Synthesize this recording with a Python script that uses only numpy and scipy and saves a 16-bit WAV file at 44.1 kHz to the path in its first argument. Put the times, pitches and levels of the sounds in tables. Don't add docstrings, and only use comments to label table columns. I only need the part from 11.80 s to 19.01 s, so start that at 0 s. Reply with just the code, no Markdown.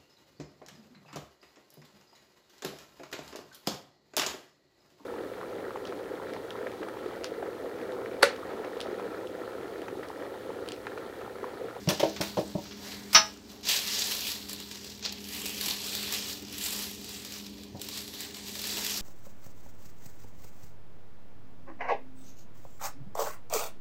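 import sys
import numpy as np
from scipy import signal
from scipy.fft import rfft, irfft, next_fast_len
from scipy.io import wavfile
from scipy.ndimage import uniform_filter1d

SR = 44100
rng = np.random.default_rng(int(sys.argv[2]) if len(sys.argv) > 2 else 0)


def wav_out(sig):
    wavfile.write(sys.argv[1], SR, np.round(np.clip(np.atleast_2d(sig).T, -1, 1) * 32767).astype(np.int16))


N = 317961

# frequency in Hz, level in dB before wavering and LISTENER_GAIN.
HUM_LINES = [(58.8, -63.5), (77.3, -61.5), (86, -62.5), (118.8, -63), (203.2, -50), (293.7, -54.5),
             (406.7, -56)]
# time in seconds, gain in dB.
LISTENER_GAIN = [(0, 0.5), (1.3, -2.5), (1.6, -3.5), (2.5, -3), (3.5, -2), (4.5, -0.5), (5.5, -2),
                 (7.21, -1)]
# frequency in Hz, density in dB per Hz.
AIR_SPECTRUM = [(15, -50), (25, -21), (64, 1), (149, -5.5), (206, 7), (344, -1), (405, 2), (575, -10.5),
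                (1000, -13), (1400, -40), (4610, -24), (7110, -42.5), (9320, -31), (14000, -66),
                (16000, -39)]
# start in seconds, level before decay in dB, centre frequency in Hz, 60 dB decay time in seconds.
BAG_THUMPS = [(2.724, -51, 250, 0.12), (3.63, -45, 300, 0.35), (3.871, -40.5, 232, .2),
              (4.322, -61, 280, 0.22), (4.621, -47, 308, 0.22), (5.917, -42, 200, 0.13),
              (5.94, -35.5, 129, 0.13), (5.945, -42, 553, 0.19), (6.92, -44, 280, 0.49),
              (6.97, -43, 706, 0.28)]
# start in seconds, boom of the low modes in dB, knock of the others in dB.
BOWL_BUMPS = [(.073, -13, -29.5), (.091, -47, -25.5), (.112, -27, -27), (.197, -29, -25.5),
              (.229, -23, -18), (.25, -31, -27), (.403, -17.5, -25.5), (.57, -24, -19), (.585, -23, -29),
              (.75, -17, -32), (.78, -37, -36), (1.349, -25, -42)]
# frequency in Hz, relative level in dB, 60 dB decay time in seconds.
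SINK_MODES = [(95, -15, .08), (125, -10, .08), (168, 2, .1), (205, -8, .12), (250, -14, .1), (320, -4, .15),
              (352, -5, .15), (404, -8, .16), (480, -6, .14), (572, -4, .12), (612, 0, .12), (657, -6, .14),
              (770, -11, .1), (856, -10, .1), (958, -12, .1), (1060, -17, .08), (1300, -26, .1)]
# start in seconds, crack level before decay in dB,
# crack spectrum at 7800 Hz in dB, ring gain on the bowl modes in dB, spoon clink in Hz.
SPOON_TAPS = [(.073, -41, -25, -62, 2860), (.088, -22, -5.5, -46, 5600), (.196, -27.5, -10, -48, 3200),
              (.231, -33.5, -20, -57, 3070), (0.362, -39, -20, -62, 3440), (.41, -27, -5.5, -53, 5470),
              (.469, -42, -3, -53, 4000), (.571, -38.5, -13, -70, 3320), (.594, -45, -3, -62, 5000),
              (.853, -47, -25, -62, 1310), (0.91, -44, -27, -64, 3320), (1.33, -28, -0.5, -50, 5030),
              (1.347, -13.5, -16, -15, 5310), (1.353, -16, -21, -21, 1280)]
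# frequency in Hz, relative level in dB, 60 dB decay time in seconds.
BOWL_MODES = [(651, -9, .22), (850, -11, .18), (923, -11, .16), (1060, -10, .2), (1243, -7, .22),
              (1335, -11, .18), (1507, -11, .16), (1663, -15, .25), (1830, -14, .22), (2169, -15, .18),
              (2511, -12, .14), (2662, -10, .19), (2815, -10, .16), (2931, -10, .14), (3092, -11, .16),
              (3749, -11, .15), (3867, -12, .17), (4080, -10, .14), (4454, -11, .17), (4583, -11, .17),
              (5089, -12, .14), (5165, -7, .2), (5227, -10, .2), (5318, -5, .26), (5410, -10, .2),
              (5501, -7, .24), (5566, -9, .2), (5647, -7, .22), (5892, -3, .22), (5994, -10, .26)]
# time of full strength in seconds, swell in seconds,
# hold in seconds, mids in dB, added treble in dB.
FLOUR_STROKES = [(0, .1, 0.87, -56, 3.5), (.12, .05, 0.024, -44, -3), (.25, .05, 0.022, -50, -5),
                 (.44, 0.08, 0.029, -45.5, 0), (1.06, 0.24, 0.065, -46, 0), (1.3, .3, 0.16, -51.5, 1),
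                 (1.72, 0.15, 0.0033, -53, 1)]
# time of full strength in seconds, swell in seconds,
# hold in seconds, mids in dB, added treble in dB.
BAG_TUGS = [(1.895, .065, .035, -27.5, -3), (2.14, 0.57, .2, -35, -1), (2.49, 0.33, 0.0052, -36, 0.5),
            (2.72, 0.24, 0, -43.5, 0), (2.82, .3, 0, -48, 1), (2.93, 0.26, 0.19, -50, -0.5),
            (3.25, 0.049, .02, -39, -15), (3.3, .1, 0, -60, 0), (3.34, 0.28, 0.079, -53, 12),
            (3.54, 0.23, 0.19, -42, 3.5), (3.84, 0.23, 0.057, -35.5, -0.5), (4.07, 0.31, 0.19, -39, 1),
            (4.35, 0.15, 0.0063, -34.5, 0), (4.49, 0.17, 0.011, -40, 2.5), (4.75, 0.23, 0, -46, 1),
            (4.83, 0.21, 0.2, -38.5, 3.5), (5.32, 0.33, .05, -46.5, 2.5), (5.55, 0.66, 0.021, -44, 0.5),
            (5.8, 0.38, .03, -56, 1), (6.02, 0.037, 0, -45.5, 2), (6.15, 0.22, 0.022, -41.5, 1.5),
            (6.42, 0.29, 0, -42, 1.5), (6.57, 0.092, 0, -45, 1), (6.68, 0.18, .1, -46, 3.5),
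            (6.81, .3, 0.0056, -45, 0), (6.9, 0.28, .26, -37, 1.5)]
# start in seconds, mids in dB, treble against the mids in dB.
CREASE_SNAPS = [(1.701, -46, -13), (1.853, -37, -7), (2.695, -36.5, 0.5), (2.731, -36.5, 2),
                (2.801, -37, -6), (2.913, -36.5, -9), (2.956, -40.5, -11), (3.045, -42, -2),
                (3.066, -44, -7), (3.194, -45, -9), (3.227, -36, -18), (3.251, -32, -24), (3.26, -27, -26),
                (3.324, -36.5, -3.5), (3.451, -44, -11), (3.657, -33, -4), (3.694, -36, -2),
                (3.811, -35, 1), (3.86, -31, 1.5), (3.883, -31, -2), (4.151, -32, -0.5), (4.324, -30, 2),
                (4.782, -42.5, 7.5), (5.244, -44, 3), (5.292, -42, 1), (5.449, -37.5, -4), (5.522, -40, -1),
                (5.665, -39.5, -7), (5.835, -46, -4), (5.996, -46, -4), (6.016, -38, 3), (6.043, -44, -2),
                (6.087, -35, -3), (6.279, -40, -2), (6.338, -39, -5), (6.406, -34, -2), (6.545, -38, -8),
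                (6.683, -39, -5), (6.754, -39, -5), (6.871, -37, 3), (7.065, -30, -3.5)]
# frequency in Hz, density in dB per Hz.
RUSTLE_SPECTRUM = [(290, 4), (500, -16), (1000, -15), (1500, -14.5), (2600, -1.5), (4500, 5), (6400, -1),
                   (7600, 0), (9500, -12.5), (11600, -4), (12800, -9.5), (14200, -2.5), (16000, -11.5)]
# lower edge in Hz, upper edge in Hz.
RUSTLE_ZONES = [(600, 1500), (2000, 7000), (9000, 15500)]

AIR_DB = -50
KITCHEN_T60_S, KITCHEN_DB = 0.27, -15.5
GRIT_DB = 2.5
BUMP_RISE_S, BUMP_RING_SHARE = 0.0025, 0.8
CRACK_T60_S = 0.15
SWELL_DB = 25
STROKE_FADE_DB_S, TUG_FADE_DB_S = 83, 97.5
REST_DB = -62
# (dB at mids of -40 dB, dB per dB)
FLOUR_LOW, BAG_LOW, TREBLE = (-45.5, 1.05), (-54.5, 0.85), (-47, 1.19)
SNAP_LOW_DB = -15.5
CREST_DB = 2
TOP_HZ = 15720


def undb(db):
    return 10 ** (np.asarray(db) / 20)


def colour(x, points):
    hz, db = np.transpose(points)
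    size = next_fast_len(len(x))
    bins = np.maximum(np.arange(size // 2 + 1) * SR / size, 1)
    gain = undb(np.interp(np.log(bins), np.log(hz), db))
    return irfft(rfft(x, size) * gain, size)[:len(x)]


def level(x, db):
    return x * undb(db) / np.sqrt(np.mean(x ** 2))


def fade(x, t60):
    return signal.lfilter([1], [1, -np.exp(-np.log(1000) / (t60 * SR))], x)


def walk(rate):
    k = int(SR / rate)
    held = np.repeat(rng.standard_normal(N // k + 1), k)
    return 1.38 * uniform_filter1d(uniform_filter1d(held, k), k)[:N]


def add(out, s, x):
    i = int(s * SR)
    out[i:i + len(x)] += x[:N - i]


def ring(modes, rise, scatter_db, detune):
    hz, db, t60 = np.transpose(modes)[:, :, None]
    t = np.arange(SR // 4) / SR
    pitch_chance, level_chance, phase_chance = rng.standard_normal((3, len(modes), 1))
    phase = 2 * np.pi * (hz * (1 + detune * pitch_chance) * t + phase_chance)
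    tones = np.sin(phase) * undb(db + scatter_db * level_chance - 60 * t / t60)
    build_up = 1 - np.exp(-t * (hz / 500) / rise)
    return (tones * build_up).sum(axis=0)


def burst(db, t60, rise, points):
    t = np.arange(SR // 4) / SR
    shape = undb(-60 * t / max(t60, .01)) * (1 - np.exp(-t / rise))
    grit = undb(GRIT_DB * np.repeat(rng.standard_normal(len(t) // 64 + 1), 64)[:len(t)])
    return level(colour(grit * rng.standard_normal(len(t)), points), db) * shape


def fridge():
    t = np.arange(N) / SR
    lines = np.zeros(N)
    for hz, db in HUM_LINES:
        amplitude = np.sqrt(2) * undb(db + 1.9 * walk(5.24))
        cycles = hz * t + 0.12 * walk(2.97)
        lines += amplitude * np.sin(2 * np.pi * cycles)
    air = level(colour(rng.standard_normal(N), AIR_SPECTRUM), AIR_DB) * undb(0.24 * walk(2.8))
    gain_s, gain_db = np.transpose(LISTENER_GAIN)
    return (lines + air) * undb(np.interp(t, gain_s, gain_db))


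def kitchen(x):
    t = np.arange(SR // 2) / SR
    tail = rng.standard_normal(len(t)) * undb(-60 * t / KITCHEN_T60_S) * (t > .004)
    wet = signal.fftconvolve(x, tail / np.sqrt(np.sum(tail ** 2)))[:N]
    return x + undb(KITCHEN_DB) * colour(wet, [(200, 10.0), (5000, 2.0), (12000, -43)])


def thumps():
    out = np.zeros(N)
    for s, db, hz, t60 in BAG_THUMPS:
        dull = [(hz / 4, -30), (hz / 1.4, 0), (hz * 1.4, 0), (hz * 2.5, -22), (hz * 20, -80)]
        add(out, s, burst(db, t60, 0.0037, dull))
    return out


def bumps():
    rattle = [(150, -30), (330, -4), (620, 0), (950, -6), (1300, -26), (4000, -55)]
    out = np.zeros(N)
    for s, boom_db, knock_db in BOWL_BUMPS:
        modes = []
        for hz, db, t60 in SINK_MODES:
            blow_db = boom_db if hz < 260 else knock_db
            modes.append((hz, db + blow_db, t60 * BUMP_RING_SHARE))
        add(out, s, ring(modes, BUMP_RISE_S, scatter_db=2, detune=.015))
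        add(out, s, burst(knock_db - 5, 0.11, 0.003, rattle))
    return out


def taps():
    out = np.zeros(N)
    for s, crack_db, treble_db, ring_db, clink_hz in SPOON_TAPS:
        crack = [(300, -12.5), (1000, 3.5), (3000, 4.5), (6000, 2), (7800, treble_db), (16000, treble_db - 3)]
        add(out, s, burst(crack_db, CRACK_T60_S, 0.00045, crack))
        add(out, s, undb(ring_db) * ring(BOWL_MODES, .008, scatter_db=1.2, detune=.001))
        clink = ring([(clink_hz, 0, .045)], .004, scatter_db=0, detune=0)
        add(out, s, undb(crack_db) * clink)
    return out


def effort(moves, fade_db_s, low):
    s, swell, hold, db, bright_db = np.transpose(moves)[:, :, None]
    t = np.arange(N) / SR
    swell_loss = SWELL_DB * np.maximum(s - t, 0) / swell
    fade_loss = fade_db_s * np.maximum(t - s - hold, 0)
    power = undb(db - swell_loss - fade_loss) ** 2
    total = power.sum(axis=0) + undb(REST_DB) ** 2
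    mid_db = 10 * np.log10(total)
    over = mid_db + 40
    brightness = (power * bright_db).sum(axis=0) / total
    return low[0] + low[1] * over, mid_db, TREBLE[0] + TREBLE[1] * over + brightness


def tilt(hz, low_db, mid_db, treble_db):
    low = np.clip(np.log2(2800 / hz), 0, 1)
    high = np.clip(np.log2(hz / 6000) * 2, 0, 1)
    return low * low_db + high * treble_db + (1 - low - high) * mid_db


def rustle(per_s, spread_db, grain_db, grain_t60, hiss_db, tick_t60, tail_db, tail_t60):
    first_tug_s, first_swell_s = BAG_TUGS[0][:2]
    stirring = np.arange(N) / SR < first_tug_s - first_swell_s
    flour = effort(FLOUR_STROKES, STROKE_FADE_DB_S, FLOUR_LOW)
    bag = effort(BAG_TUGS, TUG_FADE_DB_S, BAG_LOW)
    effort_db = [np.where(stirring, a, b) for a, b in zip(flour, bag)]
    crease = np.flatnonzero(rng.random(N) < per_s / SR)
    size_db = spread_db * np.minimum(rng.exponential(size=len(crease)), 3.6)
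    snap_s, mid_db, bright_db = np.transpose(CREASE_SNAPS)
    snap_db = mid_db + SNAP_LOW_DB, mid_db, mid_db + bright_db
    out = np.zeros(N)
    for hz in 500 * 2 ** np.arange(0, 5.3, .5):
        quick = (4000 / hz) ** .4
        grains, snaps = np.zeros(N), np.zeros(N)
        grains[crease] = undb(size_db / np.sqrt(quick) + 4.1 * rng.standard_normal(len(crease))) ** 2
        grains = fade(grains, grain_t60 * quick)
        hiss = undb(hiss_db + 1.97 * walk(10)) ** 2
        power = undb(grain_db) ** 2 * grains / grains.mean() + hiss
        power *= undb(tilt(hz, *effort_db)) ** 2
        snap_chance = 1.1 * rng.standard_normal(len(snap_s))
        snaps[(snap_s * SR).astype(int)] = undb(tilt(hz, *snap_db) + snap_chance) ** 2
        power += fade(snaps, tick_t60 * quick) * undb(CREST_DB) ** 2
        power += undb(tail_db) ** 2 * fade(snaps, tail_t60)
        band = [(hz / 2, -60), (hz / 2 ** .25, -3), (hz, 0), (hz * 2 ** .25, -3), (hz * 2, -60)]
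        out += colour(np.sqrt(power) * rng.standard_normal(N), band)
    hz, db = np.transpose(RUSTLE_SPECTRUM)
    grid = np.arange(1, SR / 2)
    density = undb(np.interp(np.log(grid), np.log(hz), db)) ** 2 * 2 / SR
    zone_db = [10 * np.log10(density[lo:hi].sum()) for lo, hi in RUSTLE_ZONES]
    return colour(out, [(f, d - tilt(f, *zone_db)) for f, d in RUSTLE_SPECTRUM])


def scene():
    moving = rustle(per_s=430, spread_db=4.0, grain_db=-3.0, grain_t60=0.021, hiss_db=-1.0,
                    tick_t60=0.011, tail_db=-8.5, tail_t60=0.048)
    return (fridge() + kitchen(thumps() + bumps() + taps() + moving))[None]


def record(dry):
    thin = signal.sosfilt(signal.butter(2, 55, "high", fs=SR, output="sos"), dry)
    rounded = np.tanh(thin / 1.2) * 1.2
    return signal.sosfilt(signal.ellip(10, .5, 70, TOP_HZ, fs=SR, output="sos"), rounded)


dry = scene()
out = record(dry)
wav_out(out)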